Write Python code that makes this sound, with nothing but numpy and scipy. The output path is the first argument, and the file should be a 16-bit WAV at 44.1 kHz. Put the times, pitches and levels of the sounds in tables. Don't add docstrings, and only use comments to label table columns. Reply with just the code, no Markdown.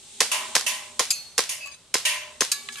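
import sys
import numpy as np
from scipy import signal
from scipy.fft import rfft, irfft
from scipy.io import wavfile
from scipy.ndimage import uniform_filter1d

SR = 44100
rng = np.random.default_rng(int(sys.argv[2]) if len(sys.argv) > 2 else 0)


def file_out(sig):
    cols = np.atleast_2d(sig).T
    lim = np.clip(cols, -1, 1)
    pcm = np.round(lim * 32767).astype(np.int16)
    wavfile.write(sys.argv[1], SR, pcm)


N = 123479

# pitch_hz, likeness (0-1)
LIKENESS = [(60, 0.86), (250, .98), (1000, 0.95), (3000, 0.5), (8000, 0.13)]
# pitch_hz, level_db
SMACK_COLOUR = [(180, -69), (300, -64), (1450, -19), (1670, -38.5), (1980, -25), (2310, -11), (3630, -16.5),
                (4810, -2), (5620, -17), (6270, -7), (12400, -15), (16200, -43), (22000, -120)]


def amp(db):
    return 10 ** (np.asarray(db, float) / 20)


def read(points, hz):
    point_hz, value = np.transpose(points)
    return np.interp(np.log(hz + 1), np.log(point_hz + 1), value)


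def add(mix, start_s, sound, pan_db=0):
    part = mix[:, round(start_s * SR):][:, :sound.shape[-1]]
    panned = sound * amp([[pan_db / 2], [-pan_db / 2]])
    part += panned[:, :part.shape[1]]


def hiss(colour, secs, wide=1):
    length = round(secs * SR)
    n = length + 2048
    hz = np.fft.rfftfreq(n, 1 / SR)
    left, other = rfft(rng.standard_normal((2, n)))
    same = np.clip(read(LIKENESS, hz), 0, 1) ** wide
    right = same * left + np.sqrt(1 - same ** 2) * other
    x = irfft(np.array([left, right]) * amp(read(colour, hz)), n)[:, :length]
    return x / np.sqrt(np.mean(x ** 2))


def background():
    # pitch_hz, level_db
    air_colour = [(20, -8), (60, 1), (150, 1), (280, -7), (550, -3), (750, -9), (1140, -6), (1700, -11),
                  (3800, -5), (6000, -10), (8400, -8), (12400, -24), (16000, -60)]
    rumble_colour = [(20, -35), (50, -6), (72, 11), (90, -3), (150, 4), (200, -11), (400, -66)]
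    rustle_colour = [(120, -42), (200, -12), (246, 4), (278, -36), (399, 1), (545, -39), (869, -3),
                     (915, -31), (1890, -15), (3710, -1), (4900, -8), (8370, 0), (12400, -23), (16200, -70),
                     (22000, -120)]
    # time_s, level_db
    rustle_level = [(0, -49), (.1, -46.5), (.2, -44), (.5, -40), (.95, -48.5), (1.35, -54), (1.7, -63),
                    (2.8, -44)]
    air_db, rumble_db = -57.5, -71.5
    time_s, level_db = np.transpose(rustle_level)
    air = amp(air_db) * hiss(air_colour, N / SR)
    rumble = amp(rumble_db) * hiss(rumble_colour, N / SR)
    rustle = hiss(rustle_colour, N / SR) * amp(np.interp(np.arange(N) / SR, time_s, level_db))
    return air + rumble + rustle


def burst(colour, t60_s, wide=1, rise_s=0.0005):
    t = np.arange(0, 1.2 * t60_s + .002, 1 / SR)
    return hiss(colour, len(t) / SR, wide) * np.minimum(t / rise_s, 1) * amp(-60 * t / t60_s)


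def click(colour):
    hz = np.fft.rfftfreq(512, 1 / SR)
    scatter_db = [[2, 1.8, 0], [2, 0.28, 0.62]] @ rng.standard_normal((3, len(hz)))
    log_gain = np.log(amp(np.maximum(read(colour, hz), -60) + scatter_db))
    fold = irfft(log_gain)[:, :256] * np.r_[1, 2 * np.ones(255)]
    x = irfft(np.exp(rfft(fold, 512)))[:, :256]
    return rng.choice([-1, 1]) * x / abs(x).max()


def ring(modes, secs, focus_hz=None, damp_db_per_s=0, spread_db=0, split=0):
    partner_db = -5
    focus_db_per_octave = -18
    hz, db, t60_s = np.transpose(list(modes) * 2)
    r = rng.standard_normal((len(hz), 4))
    t = np.arange(0, secs, 1 / SR)
    size_db = db + np.repeat([0, partner_db], len(hz) // 2) + spread_db * r[:, 0]
    if focus_hz:
        size_db = size_db + focus_db_per_octave * abs(np.log2(hz / focus_hz))
    skew = np.arccos(np.clip(read(LIKENESS, hz), 0, 1)) * r[:, 2]
    phase = np.pi * r[:, 3] + np.array([skew * 0, skew])
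    start = amp(size_db) * np.exp(1j * phase)
    turn = np.exp(np.outer(2j * np.pi * hz * (1 + split * r[:, 1]) - np.log(1000) / t60_s, t))
    return (start @ turn).imag * amp(-damp_db_per_s * t) * np.minimum(t / 0.00043, 1)


def wash(colour, t60s, secs):
    hz, t, z = signal.stft(hiss(colour, secs), SR, nperseg=256)
    decay = amp(-60 * t / read(t60s, hz)[:, None])
    return signal.istft(z * decay, SR, nperseg=256)[1][:, :round(secs * SR)]


def echo():
    # pitch_hz, level_db
    near_colour = [(59, -55), (100, -12), (229, -30), (464, 11.5), (545, 6.5), (640, -5), (959, -1.5),
                   (1270, -7), (5230, 0.5), (10800, -6.5), (12400, -14), (16200, -49), (22000, -120)]
    far_colour = [(300, -17), (600, -6), (1500, -8.5), (4000, -3.5), (9000, -4.5), (12400, -15),
                  (16000, -52)]
    # pitch_hz, t60_s
    near_t60 = [(150, 0.19), (500, 0.085), (2000, 0.32), (5000, 0.28), (12000, 0.24)]
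    near_db, far_db, far_t60_s = -20.5, -36, 1
    near = amp(near_db) * wash(near_colour, near_t60, .6)
    t = np.arange(near.shape[1]) / SR
    far = hiss(far_colour, .6) * amp(far_db - 60 * t / far_t60_s)
    return (near + far) * np.minimum(t / 0.004, 1)


def pistol():
    # crack_s, level_db, left_over_right_db, slide_ring_db
    shots = [(0.2058, 2.5, -1.5, -5.5), (0.5533, 1.5, -1, -1), (0.9952, 0, -1, 0.5),
             (1.3807, 0.5, -1, -2.5), (1.9426, -0.5, -1, -0.5), (2.4084, -1, 0.5, -0.5)]
    # delay_s, click_db, fizz_db, fizz_t60_s (before random spread)
    knocks = [(0, 0, -15, .003), (.0011, -3, -15, .004), (.004, -8, -17, .012), (.0112, -9, -19, .008),
              (.025, -17, -21, .012), (.042, -21, -25, .012), (.058, -23, -28, .012)]
    # pitch_hz, level_db
    crack_colour = [(88, -36), (150, -28.5), (778, -13), (1720, -6), (2270, -5.5), (4500, -5), (5320, -2),
                    (7700, -5), (9430, -5.5), (12400, -16.5), (16200, -48), (22000, -120)]
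    pop_colour = [(71, -38), (120, -4.5), (363, 0), (1050, 0.5), (1530, 5.5), (2050, 5.5), (2330, 0),
                  (2810, -7), (3660, -4), (4210, -11), (5000, -13), (6500, -37), (11000, -120)]
    # pitch_hz, level_db, t60_s
    slide_modes = [(5250, 3, 0.018), (6415, 0, 0.029), (3874, -17.5, 0.013), (1055, -9.5, 0.067)]
    knock_spread_db, knock_spread_s = 4.5, .0008
    hammer_s, hammer_db = .0036, -16
    pop_delay_s, pop_db, pop_t60_s = 0.011, -11.5, .012
    out = np.zeros((2, N))
    for crack_s, db, pan_db, slide_db in shots:
        shot = np.zeros((2, SR))
        swell = hiss(crack_colour, 0.0082)[:, :round(hammer_s * SR)]
        add(shot, 0, amp(hammer_db) * swell * np.linspace(0, 1, swell.shape[1]) ** 2)
        for delay_s, click_db, fizz_db, t60_s in knocks:
            r = rng.standard_normal(2) * min(delay_s / 0.022, 1)
            knock = amp(knock_spread_db * r[0])
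            at_s = hammer_s + delay_s + knock_spread_s * r[1]
            slide = ring(slide_modes, .1, spread_db=3.5, split=0.0085)
            add(shot, at_s, knock * amp(fizz_db) * burst(crack_colour, t60_s))
            add(shot, at_s, knock * amp(click_db) * click(crack_colour))
            add(shot, at_s, knock * amp(click_db + slide_db - 18) * slide)
        pop = burst(pop_colour, pop_t60_s, 0.15, 0.00077)
        add(shot, hammer_s + pop_delay_s, amp(pop_db) * pop)
        add(shot, hammer_s, echo())
        add(out, crack_s - hammer_s, amp(db) * shot, pan_db)
    return out


def flutter(x):
    flutter_hz, depth = 40, .55
    hz, t, z = signal.stft(x, SR, nperseg=256)
    smooth_frames = max(round(SR / 128 / flutter_hz), 1)
    wobble = uniform_filter1d(rng.standard_normal((2,) + z.shape), smooth_frames, -1)
    wobble /= wobble.std()
    wavering = z * (1 + depth * (wobble[0] + 1j * wobble[1]))
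    return signal.istft(wavering, SR, nperseg=256)[1][:, :x.shape[1]]


def sheet():
    # start_s, level_db, low_db, treble_db, damping_db_per_s, rise_s
    hits = [(.315, -21, 3, -0.5, 23.5, 0.0013), (.663, -21.5, -3, 1, 18.5, 0.002),
            (1.491, -25.5, -6, 5, 48, 0.0017), (2.051, -18.5, -7, -3, 13, 0.0014)]
    # pitch_hz, level_db
    crowd_colour = [(180, -62), (300, -32), (443, -78), (615, -33.5), (1040, -11), (1340, -17),
                    (2880, -0.5), (3810, -11), (7210, -5.5), (7800, -14), (8700, -5), (12400, -12.5),
                    (16200, -49), (22000, -120)]
    # pitch_hz, t60_s
    crowd_t60 = [(500, 4.5), (1000, 1.32), (2500, 0.64), (5000, .55), (12000, 0.39)]
    # pitch_hz, level_db, t60_s (before extra damping)
    line_modes = [(603, -6, 2.5), (642, -14, 2.5), (829, -14, 2.5), (912, -14, 2.1), (1012, -5, 3.0),
                  (1065, -11, 2.1), (1891, -9, .8), (2079, -7, .6), (2358, -5, .6), (2797, -5, .5),
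                  (2961, -3, .6), (3123, -6, .5)]
    lines_db, wash_db, pan_db = -15, -4, -0.5
    out = np.zeros((2, N))
    hz = np.sort(rng.uniform(450, 12800, 400))
    for start_s, db, low_db, treble_db, damp_db_per_s, rise_s in hits:
        shade = [(1300, low_db), (1800, 0), (3500, 0), (5500, treble_db)]
        level_db = read(crowd_colour, hz) + read(shade, hz)
        level_db -= 10 * np.log10(np.sum(amp(2 * level_db)))
        crowd = ring(zip(hz, level_db, read(crowd_t60, hz)), .5, spread_db=1.5, split=0.00302)
        shaded = [(f, d + read(shade, f), t60_s) for f, d, t60_s in line_modes]
        lines = ring(shaded, .5, spread_db=1, split=.002)
        rough = wash(list(zip(hz, level_db)), crowd_t60, .5)
        t = np.arange(crowd.shape[1]) / SR
        fade = np.minimum((.5 - t) / 0.3, 1)
        shape = (1 - np.exp(-t / rise_s)) * amp(db - damp_db_per_s * t) * fade
        ringing = flutter(crowd + amp(lines_db) * lines)
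        add(out, start_s, shape * (ringing + amp(wash_db) * rough), pan_db)
    return out


def plate(modes, hits, fall):
    # pitch_hz, level_db
    tick_colour = [(290, -63), (500, -62), (1200, 12), (3350, 19.5), (5700, -7), (7530, 6), (12000, -27),
                   (15600, -61), (22000, -120)]
    smack_t60_s, smack_echo_db, smack_echo_t60_s = 0.066, -19.5, 0.41
    pair_split = .003
    rattle_per_s = 600
    out = np.zeros((2, N))
    for start_s, ring_db, smack_db, pan_db in hits:
        smack = burst(SMACK_COLOUR, smack_t60_s, 0.23, 0.003)
        smack_echo = burst(SMACK_COLOUR, smack_echo_t60_s, 0.83, 0.012)
        add(out, start_s, amp(ring_db) * flutter(ring(modes, .6, split=pair_split)), pan_db)
        add(out, start_s, amp(smack_db) * smack, pan_db)
        add(out, start_s, amp(smack_db + smack_echo_db) * smack_echo, pan_db)
    for start_s, secs, ring_db, tick_db, fizz_db, focus_hz, damp_db_per_s in fall:
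        draw = rng.random((round(secs * SR), 2))
        taps = (draw[:, 0] < rattle_per_s / SR) * (2 * draw[:, 1] - 1)
        taps[0] = 1
        taps /= np.linalg.norm(taps)
        knock = amp(ring_db) * ring(modes, 0.21, focus_hz, damp_db_per_s, 1.5, pair_split)
        add(knock, 0, amp(tick_db) * burst(tick_colour, .025, .5, .0008))
        add(knock, 0, amp(fizz_db) * burst(SMACK_COLOUR, 0.027, 0.33, 0.0017))
        add(out, start_s, signal.fftconvolve(flutter(knock), taps[None], axes=1), pan_db)
    return out


def small_plate():
    # pitch_hz, level_db, t60_s
    modes = [(2480, -14, .3), (2595, -8, .3), (4339, -14, .8), (4554, -20, .6), (4830, 5, .05),
             (4813, -9, .23), (6067, -18, .7), (6455, -1, .16), (7241, -14, .24), (7364, -7, .19),
             (9189, -20, .3), (10270, -4, .16), (11570, -16, .3)]
    # start_s, ring_db, smack_db, left_over_right_db
    hits = [(1.105, -24, -12, 0)]
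    # start_s, length_s, ring_db, tick_db, fizz_db, favoured_hz, damping_db_per_s
    fall = [(1.606, .03, -27, -55, -50, 2550, 150), (1.639, .07, -23, -50, -47, 2550, 200),
            (1.654, .04, -40, -55, -45, 7200, 700), (1.712, .04, -31, -55, -50, 2550, 200)]
    return plate(modes, hits, fall)


def large_plate():
    # pitch_hz, level_db, t60_s
    modes = [(1141, -16, 0.82), (1696, -12, 0.43), (2288, -19, 0.7), (2584, -15, 0.22), (2821, -18, 0.43),
             (3693, -12, 0.31), (3957, 0, 0.19), (4118, -18, 0.35), (4360, -16, 0.46), (4872, -10, 0.27),
             (6374, 0, 0.17), (7634, -13, 0.2), (8882, -15, 0.31), (11570, -23, 0.35)]
    # start_s, ring_db, smack_db, left_over_right_db
    hits = [(2.516, -26, -12.5, -1.3)]
    # start_s, length_s, ring_db, tick_db, fizz_db, favoured_hz, damping_db_per_s
    fall = [(1.658, 0.02, -25.5, -43.5, -32, 1130, 350), (1.716, .03, -29.5, -39.5, -64, 8900, 696),
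            (2.687, .001, -26, -25, -39, 1840, 150), (2.722, .035, -32.5, -35.5, -28.5, 6700, 600),
            (2.756, .003, -26, -33, -37, 2260, 250), (2.769, .04, -27, -36, -28, 1700, 150)]
    return plate(modes, hits, fall)


def scene():
    low_cut_hz = 150
    near = pistol() + sheet() + small_plate() + large_plate()
    low_cut = signal.butter(4, low_cut_hz, "high", fs=SR, output="sos")
    return background() + signal.sosfilt(low_cut, near)


def record(dry):
    edge_hz = 12600
    low_pass = signal.firwin(401, edge_hz, window=("kaiser", 9), fs=SR)
    return signal.oaconvolve(np.clip(dry, -1, 1), low_pass[None], "same")


dry = scene()
out = record(dry)
file_out(out)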